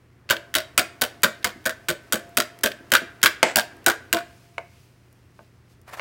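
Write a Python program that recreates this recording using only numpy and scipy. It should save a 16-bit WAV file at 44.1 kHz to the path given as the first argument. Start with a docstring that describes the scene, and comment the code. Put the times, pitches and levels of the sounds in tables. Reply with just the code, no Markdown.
"""A plastic dust cartridge is knocked out over paper, about four times a second, in a small room.
Each knock is a train of impacts (strike, flat landing, rebound) that excites the short-lived modes of
the loose shell, the low modes of the bin and the air in it, and the surface below. Blunt bumps fall
between and after the knocks, one of them hard and followed by a scrape. Dust hisses down, crumbs tick,
the strokes swish and a hand slides on the plastic, over a faint room rumble and mains hum."""
import sys
import numpy as np
from scipy import signal
from scipy.fft import rfft, irfft
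from scipy.io import wavfile

SR = 44100
rng = np.random.default_rng(int(sys.argv[2]) if len(sys.argv) > 2 else 0)


def pcm_store(signal):
    """Save signal as 16-bit PCM."""
    levels = np.round(np.clip(np.atleast_2d(signal), -1, 1) * 32767)
    wavfile.write(sys.argv[1], SR, levels.astype(np.int16).T)


N = 264952
T = np.arange(N) / SR

# Knocks; place and grip set the pitches. Landing and rebound are relative to the strike:
# start_s, shell_db, crack_db, snap_db, landing_s, landing_db, rebound_s, rebound_db,
# thud_db, hollow_db, thud_hz, hollow_hz, shell_hz, wall_hz
KNOCKS = [(0.2997, -18, -19, -19, .0075, 10, 0.013, 0.5, -35.5, -26, 341, 610, 1550, 2950),
          (0.551, -15, -12, -11.5, .0075, -4, 0.032, -6, -36.5, -28.5, 350, 625, 1464, 3000),
          (0.7774, -12, -9.5, -8.5, .0054, -3.5, 0.015, -3, -37.5, -27, 352, 658, 1415, 2530),
          (1.0126, -26, -23, -19, .0047, 10, 0.025, 6, -37, -28, 269.5, 646, 1477, 3930),
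          (1.2327, -10, -13.5, -12, .0045, -1.5, 0.011, 2.5, -28, -25.5, 219, 603, 1510, 3694),
          (1.4441, -14, -14.5, -13.5, .004, -6, 0.025, -12, -38, -30, 198.8, 654, 1510, 2165),
          (1.6548, -23, -24, -21, .006, 8, 0.039, 3.5, -35.5, -28.5, 200, 600, 1506, 2300),
          (1.8853, -17, -16.5, -15, .004, -2, .015, -1, -32, -30.5, 214, 600, 1463, 2250),
          (2.1236, -13.5, -16, -10.5, .0083, -4, 0.031, -8.5, -30, -29, 223, 549, 1482, 3210),
          (2.3703, -17.5, -17, -13, .0035, 2.5, 0.031, 4, -30.5, -26, 254, 623, 1395, 2560),
          (2.6342, -18, -19, -13.5, .0032, 2.5, .025, 4, -30.5, -25.5, 341, 613, 1572, 3260),
          (2.9185, -10, -11, -10, .018, 0.5, 0.032, 5.5, -32, -27, 233.8, 573, 1513, 3070),
          (3.2297, -9.5, -11, -8, .007, 0.5, 0.029, 5.5, -31.5, -29.5, 291, 600, 1515, 3280),
          (3.5579, -13, -14, -8, .010, -3.5, 0.028, 1, -31.5, -22, 327, 628, 1560, 2860),
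          (3.8625, -6, -12, -8.5, .020, -4, 0.036, -3, -27, -21.5, 343, 615, 1505, 3840),
          (4.128, -8.5, -12.5, -12, .010, -21, 0.041, -10, -29, -23, 350.5, 640, 1480, 2790)]
# Low structural modes of the bin: pitch_hz, level_db, t60_s
BIN_MODES = [(341, -1, 0.12), (172, -2.5, 0.081), (217.6, -3.5, 0.15), (252.5, 0.5, 0.081),
             (395, -4.5, 0.048)]
# Spectra of an impact's midrange crack and treble snap: frequency_hz, level_db
CRACK_SPECTRUM = [(900, -38), (1700, 5.5), (2300, -0.5), (3300, -1.5), (5000, -7.5), (6500, -23),
                  (10000, -35)]
SNAP_SPECTRUM = [(2500, -46), (4500, -6.5), (6000, -4.5), (9000, -4.5), (12000, -3.5), (16000, -2.5),
                 (18000, -30)]


def shell_clatter(crack_t60=0.024, snap_t60=0.018, chatter_t60=0.037, chatter_db=-19, attack_s=0.0007):
    """Impact excitation: the shell rings, and the dense high modes of its thin walls merge into noise."""
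    # Modes of the plastic shell, the main one first: pitch_hz, level_db, t60_s
    shell_modes = [(1488.4, 4.5, 0.027), (960, -7.5, 0.013), (1123, -10, 0.036), (1236, -6.5, 0.031),
                   (1423, 0.5, 0.033), (1550.6, -1.5, 0.044), (1660, -6.5, 0.029), (1820, -8, 0.028),
                   (2110, -11, 0.014), (2363, -11, 0.039)]
    # Wall resonances that colour the noise: centre_hz, width_hz, gain_db
    wall_peaks = [(3130, 240, 5), (3730, 380, 6), (4710, 400, 6), (5660, 220, 6.5), (6710, 280, 6),
                  (7997, 1300, 5), (9830, 200, 5.5)]
    out, crack_power, snap_power = np.zeros((3, N))
    t = np.arange(SR // 12) / SR
    attack = 1 - np.exp(-t / attack_s)
    crack_shape = attack * np.hypot(fade(t, crack_t60), undb(chatter_db) * fade(t, chatter_t60))
    snap_shape = attack * fade(t, snap_t60)
    for knock in KNOCKS:
        *_, shell_hz, _ = knock
        for start_s, shell_db, crack_db, snap_db in contacts(knock):
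            shell = attack * ring(shell_modes, t, scatter_db=1.0, detune=0.016, note_hz=shell_hz)
            add(out, start_s, undb(shell_db - 4) * unit(shell, 0.005))
            add(crack_power, start_s, (undb(crack_db) * crack_shape) ** 2)
            add(snap_power, start_s, (undb(snap_db) * snap_shape) ** 2)
    grit = flutter(spread_db=4.5, rate_hz=1500)  # grit breaks each contact into tiny clicks
    crack = undb(3) * np.sqrt(crack_power) * noise(CRACK_SPECTRUM, wall_peaks)
    snap = undb(2.2) * np.sqrt(snap_power) * noise(SNAP_SPECTRUM, wall_peaks)
    return out + grit * (crack + snap)


def contacts(knock, bounces=4, gap_s=0.0079, jitter=0.22, loss_db=6.5, drop_lag_s=0.016, drop_gap_s=0.015):
    """Inelastic collision: strike, landing and rebound are each trailed by ever weaker bounces."""
    start_s, shell_db, crack_db, snap_db, landing_s, landing_db, rebound_s, rebound_db, *_ = knock
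    # Level triples are (shell, crack, snap): the edge strikes sharply, later contacts are blunter.
    knock_db = np.array([shell_db, crack_db, snap_db])
    first_bounce_db, first_drop_db = (-7.5, -6.5, -10), (-18.5, -19, -24)
    stages = [(start_s, knock_db + (-4.5, -1, 2)),
              (start_s + landing_s, knock_db + landing_db + (0.5, -1, 0.5)),
              (start_s + rebound_s, knock_db + rebound_db + (-2, -2.5, -6))]
    hits = []
    for stage_s, stage_db in stages:
        hits.append((stage_s, *stage_db))
        for k, late in enumerate(rng.standard_normal(bounces)):
            bounce_s = stage_s + gap_s * (k + 1 + jitter * late)
            hits.append((bounce_s, *(stage_db + first_bounce_db - loss_db * k)))
    # Loose parts drop back after the rebound.
    for k, late in enumerate(rng.random(size=2)):
        drop_s = start_s + rebound_s + drop_lag_s + drop_gap_s * (k + late / 2)
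        hits.append((drop_s, *(knock_db + first_drop_db - loss_db * k)))
    return hits


def wall_notes(ring_db=-9, ring_t60=0.024, push_s=0.0054):
    """Selective excitation: the place of each blow favours one wall resonance."""
    out, t = np.zeros(N), np.arange(SR // 12) / SR
    for start_s, _, crack_db, *_, wall_hz in KNOCKS:
        push = np.exp(-t / push_s) * rng.standard_normal(len(t))
        mode = fade(t, ring_t60) * np.sin(2 * np.pi * wall_hz * t)
        add(out, start_s, undb(crack_db + ring_db) * unit(signal.fftconvolve(push, mode), 0.0066))
    return out


def bin_body(thud_push_s=0.0037, hollow_push_s=0.011, lag_s=0.003, focus_db_per_octave=10):
    """Forced vibration: a rough push drives the low modes of the bin and of the air inside it."""
    # Modes of the enclosed air, the main one first: pitch_hz, level_db, t60_s
    cavity_modes = [(612.4, -0.5, 0.049), (490, -4.5, 0.021), (586, -2, 0.022), (671, -4.5, 0.075),
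                    (880, -7, 0.01), (902, -5, .026), (1030, -9, 0.014)]
    out, t = np.zeros(N), np.arange(SR // 4) / SR

    def driven(modes, swell_s, note_hz=None):
        """Linear response: a force that swells and dies is convolved with the modes' impulse response."""
        push = t * np.exp(-t / swell_s) * rng.standard_normal(len(t))
        response = ring(modes, t, scatter_db=1.5, detune=0.022, note_hz=note_hz)
        return unit(signal.fftconvolve(push, response)[:len(t)], 0.059)

    for start_s, *_, thud_db, hollow_db, thud_hz, hollow_hz, _, _ in KNOCKS:
        # The place of the blow favours the modes near thud_hz.
        favoured = [(hz, db - focus_db_per_octave * abs(np.log2(hz / thud_hz)), t60)
                    for hz, db, t60 in BIN_MODES]
        add(out, start_s + lag_s, undb(thud_db - 3.5) * driven(favoured, thud_push_s))
        add(out, start_s, undb(hollow_db - 3) * driven(cavity_modes, hollow_push_s, hollow_hz))
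    return butter(out, 120, "high")  # so small a box radiates little bass


def bumps(tick_t60=0.023, attack_s=0.0002):
    """Contact stiffness limits bandwidth: the softer a single blunt bump, the duller it sounds."""
    # Blunt contacts: start_s, level_db, cutoff_hz, body_db
    blows = [(1.556, -37.5, 450, 1), (2.805, -38, 401, 4), (3.018, -29, 423, -7), (3.429, -3.5, 5880, -18),
             (4.5808, -22, 2574, -28), (5.391, -40.5, 1106, -7), (5.407, -50, 650, -11),
             (5.9951, -25, 2800, -18)]
    # Modes they strike: pitch_hz, level_db, t60_s
    bump_modes = [(560, -2.5, 0.021), (655, -1.5, 0.049), (895, -6, 0.06), (1055, 0, 0.017),
                  (1275, -1, 0.013), (1550, 3, 0.018), (1809, -4.5, 0.0034), (2200, 4, 0.019),
                  (2890, 0, 0.016), (3440, -8, 0.017)]
    out, t = np.zeros(N), np.arange(SR // 5) / SR
    for start_s, level_db, cutoff_hz, body_db in blows:
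        ringing = unit(ring(bump_modes, t, scatter_db=2.5, detune=0.02), 0.01)
        body = undb(body_db) * unit(ring(BIN_MODES, t, scatter_db=2, detune=0.02), 0.005)
        tick = undb(8) * rng.standard_normal(len(t)) * fade(t, tick_t60)
        blow = (1 - np.exp(-t / attack_s)) * (ringing + body + tick)
        add(out, start_s, undb(level_db - 2.5) * unit(butter(blow, cutoff_hz, "low"), 0.0076))
    return butter(out, 260, "high")


def rim_scrape(start_s=3.431, length_s=0.14, attack_s=0.0036, level_db=-21.5, slowing=1.6):
    """Sliding friction: after the hard bump the rim scrapes on, fading as it slows to a stop."""
    # Friction spectrum: frequency_hz, level_db
    scrape_spectrum = [(60, -57), (200, -18.5), (400, -1.5), (750, 4), (1200, -3.5), (2100, 3.5),
                       (3000, -7), (6000, -16), (8300, -17.5), (10000, -31), (16000, -32)]
    # Rim resonances: centre_hz, width_hz, gain_db
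    rim_peaks = [(7200, 250, 6.5), (7850, 400, 9)]
    since = T - start_s
    speed = np.clip(since / attack_s, 0, 1) * np.clip(1 - since / length_s, 0, 1) ** slowing
    return undb(level_db) * speed * flutter(spread_db=2.5, rate_hz=350) * noise(scrape_spectrum, rim_peaks)


def surface_thumps(level_db=-46, lag_s=0.0064, swell_s=0.0082):
    """Structural coupling: each knock thumps the supporting surface and sets nearby things ringing."""
    # Modes of the surface and of the things nearby: pitch_hz, level_db, t60_s
    surface_modes = [(94, 0, 0.087), (71, -6, 0.12), (136, -4, 0.11)]
    nearby_modes = [(333, -57, .8), (688, -54, 2.7)]
    out, t = np.zeros(N), np.arange(SR * 2 // 3) / SR
    onset = 1 - np.exp(-t / swell_s)
    for start_s, *_ in KNOCKS:
        thump = onset * ring(surface_modes, t, scatter_db=1.5, detune=0.044)
        add(out, start_s + lag_s, undb(level_db) * unit(thump, 0.045))
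        add(out, start_s, onset * ring(nearby_modes, t, scatter_db=2.5, detune=0.003))
    return out


def crumb_ticks(t60=0.02):
    """Brief impacts are broadband: crumbs, loose parts and grazing touches give short noise bursts."""
    # Small impacts: start_s, snap_db, crack_relative_db
    ticks = [(0.291, -44, 22.5), (0.367, -44, 19.5), (0.541, -24.5, 5), (1.22, -43, -5), (1.4285, -54, 19),
             (1.642, -52, 6), (2.292, -51, -12), (2.348, -55, -4), (2.589, -44, 0), (2.61, -46, -2),
             (2.718, -42, 16.5), (2.903, -48, 0), (3.216, -41.5, 7), (3.767, -52, -8), (3.843, -47, 1.5),
             (5.127, -53.5, -16.5), (5.815, -55, -7.5)]
    snap_env, crack_env = np.zeros((2, N))
    decay = fade(np.arange(SR // 20) / SR, t60)
    for start_s, snap_db, crack_relative_db in ticks:
        add(snap_env, start_s, undb(snap_db) * decay)
        add(crack_env, start_s, undb(snap_db + crack_relative_db) * decay)
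    return snap_env * noise(SNAP_SPECTRUM) + crack_env * noise(CRACK_SPECTRUM)


def falling_dust(shed_db=-65, settle_t60=6.9, floor_db=-72):
    """Incoherent sources add in power: the dust shed by every knock builds a hiss on the paper."""
    # Dust landing on paper: frequency_hz, level_db
    dust_spectrum = [(800, -6), (1800, -2.5), (2500, 5.5), (3500, 0.5), (5000, 1.5), (7000, -3), (9500, -4),
                     (12000, -8), (16000, -6.5)]
    # Late trickles: centre_s, level_db, width_s
    trickles = [(4.352, -63, 0.14), (4.79, -62.5, 0.086), (5.416, -67, .06), (5.717, -64, 0.024)]
    power = np.full(N, undb(floor_db) ** 2)
    settling = (undb(shed_db) * fade(T, settle_t60)) ** 2
    for start_s, *_ in KNOCKS:
        add(power, start_s, settling)
    for centre_s, level_db, width_s in trickles:
        power += (undb(level_db) * swell(centre_s, width_s)) ** 2
    grain = flutter(spread_db=1.0, rate_hz=580) * flutter(spread_db=0.5, rate_hz=16)
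    return np.sqrt(power) * grain * noise(dust_spectrum)


def stroke_swish(level_db=-52, reference_s=0.4, db_per_doubling=15, lead_s=0.02, rest_db=-62.5):
    """Noise of motion: a swish peaks just before a knock, louder after a longer, wider stroke."""
    # The moving cartridge: frequency_hz, level_db
    swish_spectrum = [(60, -43.5), (170, -18.5), (260, -7), (360, -6.5), (480, -12.5), (800, -16.5),
                      (2000, -19), (8000, -53)]
    times = [knock[0] for knock in KNOCKS]
    envelope = np.full(N, undb(rest_db))
    for knock_s, stroke_s in zip(times[1:], np.diff(times)):
        stroke_db = level_db + db_per_doubling * np.log2(stroke_s / reference_s)
        envelope += undb(stroke_db) * swell(knock_s - lead_s, width_s=0.17)
    return envelope * noise(swish_spectrum)


def hand_rub():
    """Stick-slip friction: at the end the hand slides on the plastic in small catches."""
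    # Course of the slide: time_s, level_db
    slide = [(5.86, -79.5), (5.88, -43.5), (5.915, -49.5), (5.94, -37), (5.955, -43.5), (6.01, -42)]
    # Skin on plastic: frequency_hz, level_db
    rub_spectrum = [(80, -36), (250, -12.5), (600, 0.5), (1000, -1), (1800, -1), (3000, -12.5), (7000, -19),
                    (16000, -23.5)]
    envelope = undb(np.interp(T, *np.transpose(slide)))
    return envelope * flutter(spread_db=3.5, rate_hz=160) * noise(rub_spectrum)


def room(x, early_t60=0.18, gap_s=0.0047):
    """Reverberation: early reflections and a diffuse tail, new for each knock as the cartridge moves."""
    # Room response by band: centre_hz, early_db, late_db, late_t60_s
    room_bands = [(151, -13.5, -21.5, .4), (404, -2.5, -15.5, 0.53), (850, -10, -16.5, .42),
                  (1410, -12.5, -21.5, 0.62), (1736, -16.5, -11.5, 0.39), (2980, -18.5, -16, .36),
                  (6440, -18.5, -17, 0.3), (12940, -18, -23, 0.13)]
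    t = np.arange(SR * 2 // 3) / SR
    hz = np.arange(len(t) // 2 + 1) * SR / len(t) + 1
    log_centres = np.log([band[0] for band in room_bands])
    filters = np.array([np.interp(np.log(hz), log_centres, share) for share in np.eye(len(room_bands))])
    arrived = t > gap_s
    early = unit(arrived * fade(t, early_t60))
    decays = np.array([np.hypot(undb(early_db) * early, undb(late_db) * unit(arrived * fade(t, t60)))
                       for _, early_db, late_db, t60 in room_bands])
    edges = [0] + [int((knock[0] - 0.03) * SR) for knock in KNOCKS[1:]] + [N]
    out = x.copy()
    for start, stop in zip(edges, edges[1:]):
        band_noise = irfft(filters * rfft(rng.standard_normal(len(t))), len(t))
        echoes = np.sum(decays * band_noise, axis=0) / np.sqrt(len(t))
        add(out, start / SR, signal.fftconvolve(x[start:stop], echoes))
    return out


def background(rumble_db=-58, hum_hz=119.6, hum_db=-58.5):
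    """Stationary noise floor: low room rumble and a pure tone of mains hum."""
    # Ambient noise of the room: frequency_hz, level_db
    rumble_spectrum = [(15, -42.5), (25, -14.5), (92, 9.5), (123, -9), (141, 4), (277, -8.5), (309, -24),
                       (354, -4.5), (516, -33.5), (1650, -30.5), (2050, -28.5), (2410, -40), (16000, -54.5)]
    return undb(rumble_db) * noise(rumble_spectrum) + undb(hum_db) * unit(np.sin(2 * np.pi * hum_hz * T))


def ring(modes, t, scatter_db, detune, note_hz=None):
    """Modal superposition: damped sines vary with each blow; note_hz transposes them by the first mode."""
    hz, db, t60 = np.transpose(modes)[:, :, None]
    size, shift, sign = rng.standard_normal((3, len(modes), 1))
    hz = hz * (1 + detune * shift) * (note_hz / hz[0] if note_hz else 1)
    amplitude = np.sign(sign) * undb(db + scatter_db * size)
    return np.sum(amplitude * fade(t, t60) * np.sin(2 * np.pi * hz * t), axis=0)


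def noise(spectrum, peaks=()):
    """Spectral shaping: noise of rms 1 with a smooth spectrum and optional resonances."""
    f = np.arange(N // 2 + 1) * SR / N + 1
    hz, db = np.transpose(spectrum)
    smooth_db = np.interp(np.log(f), np.log(hz), db)
    peaks_db = sum(gain_db / (1 + (2 * (f - centre) / width) ** 2) for centre, width, gain_db in peaks)
    return unit(irfft(rfft(rng.standard_normal(N)) * undb(smooth_db + peaks_db), N))


def flutter(spread_db, rate_hz):
    """Amplitude modulation: a gain of rms 1 that glides between random values."""
    steps = rng.standard_normal(N)
    return unit(undb(spread_db * np.interp(T * rate_hz, np.arange(N), steps)))


def fade(t, t60):
    """Exponential decay by 60 dB in t60 seconds."""
    return np.exp(-np.log(1000) * t / t60)


def swell(centre_s, width_s):
    """Gaussian rise and fall around a moment."""
    return np.exp(-0.5 * ((T - centre_s) / width_s) ** 2)


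def butter(x, hz, kind):
    """Second-order low-pass or high-pass."""
    return signal.sosfilt(signal.butter(2, hz, kind, fs=SR, output="sos"), x)


def undb(db):
    """Decibels to amplitude ratio."""
    return 10 ** (np.asarray(db) / 20)


def unit(x, span_s=None):
    """Scale to rms 1, over the first span_s seconds if given."""
    head = x if span_s is None else x[:int(span_s * SR)]
    return x / np.sqrt(np.mean(head ** 2))


def add(out, start_s, x):
    """Mix x into out from a given time."""
    i = int(start_s * SR)
    out[i:i + len(x)] += x[:len(out) - i]


def scene():
    """Superposition: the reverberant impacts and the small sounds around them, in one channel."""
    impacts = room(shell_clatter() + wall_notes() + bin_body() + bumps()) + surface_thumps()
    dirt = crumb_ticks() + falling_dust()
    handling = rim_scrape() + stroke_swish() + hand_rub()
    return (impacts + dirt + handling + background())[None]


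def record(dry):
    """Soft saturation and band limiting: a nearby phone rounds the highest peaks and cuts the top."""
    ceiling, cutoff_hz = 0.95, 15850
    lowpass = signal.ellip(8, 0.2, 70, cutoff_hz, fs=SR, output="sos")
    return signal.sosfilt(lowpass, ceiling * np.tanh(dry / ceiling))


dry = scene()
out = record(dry)
pcm_store(out)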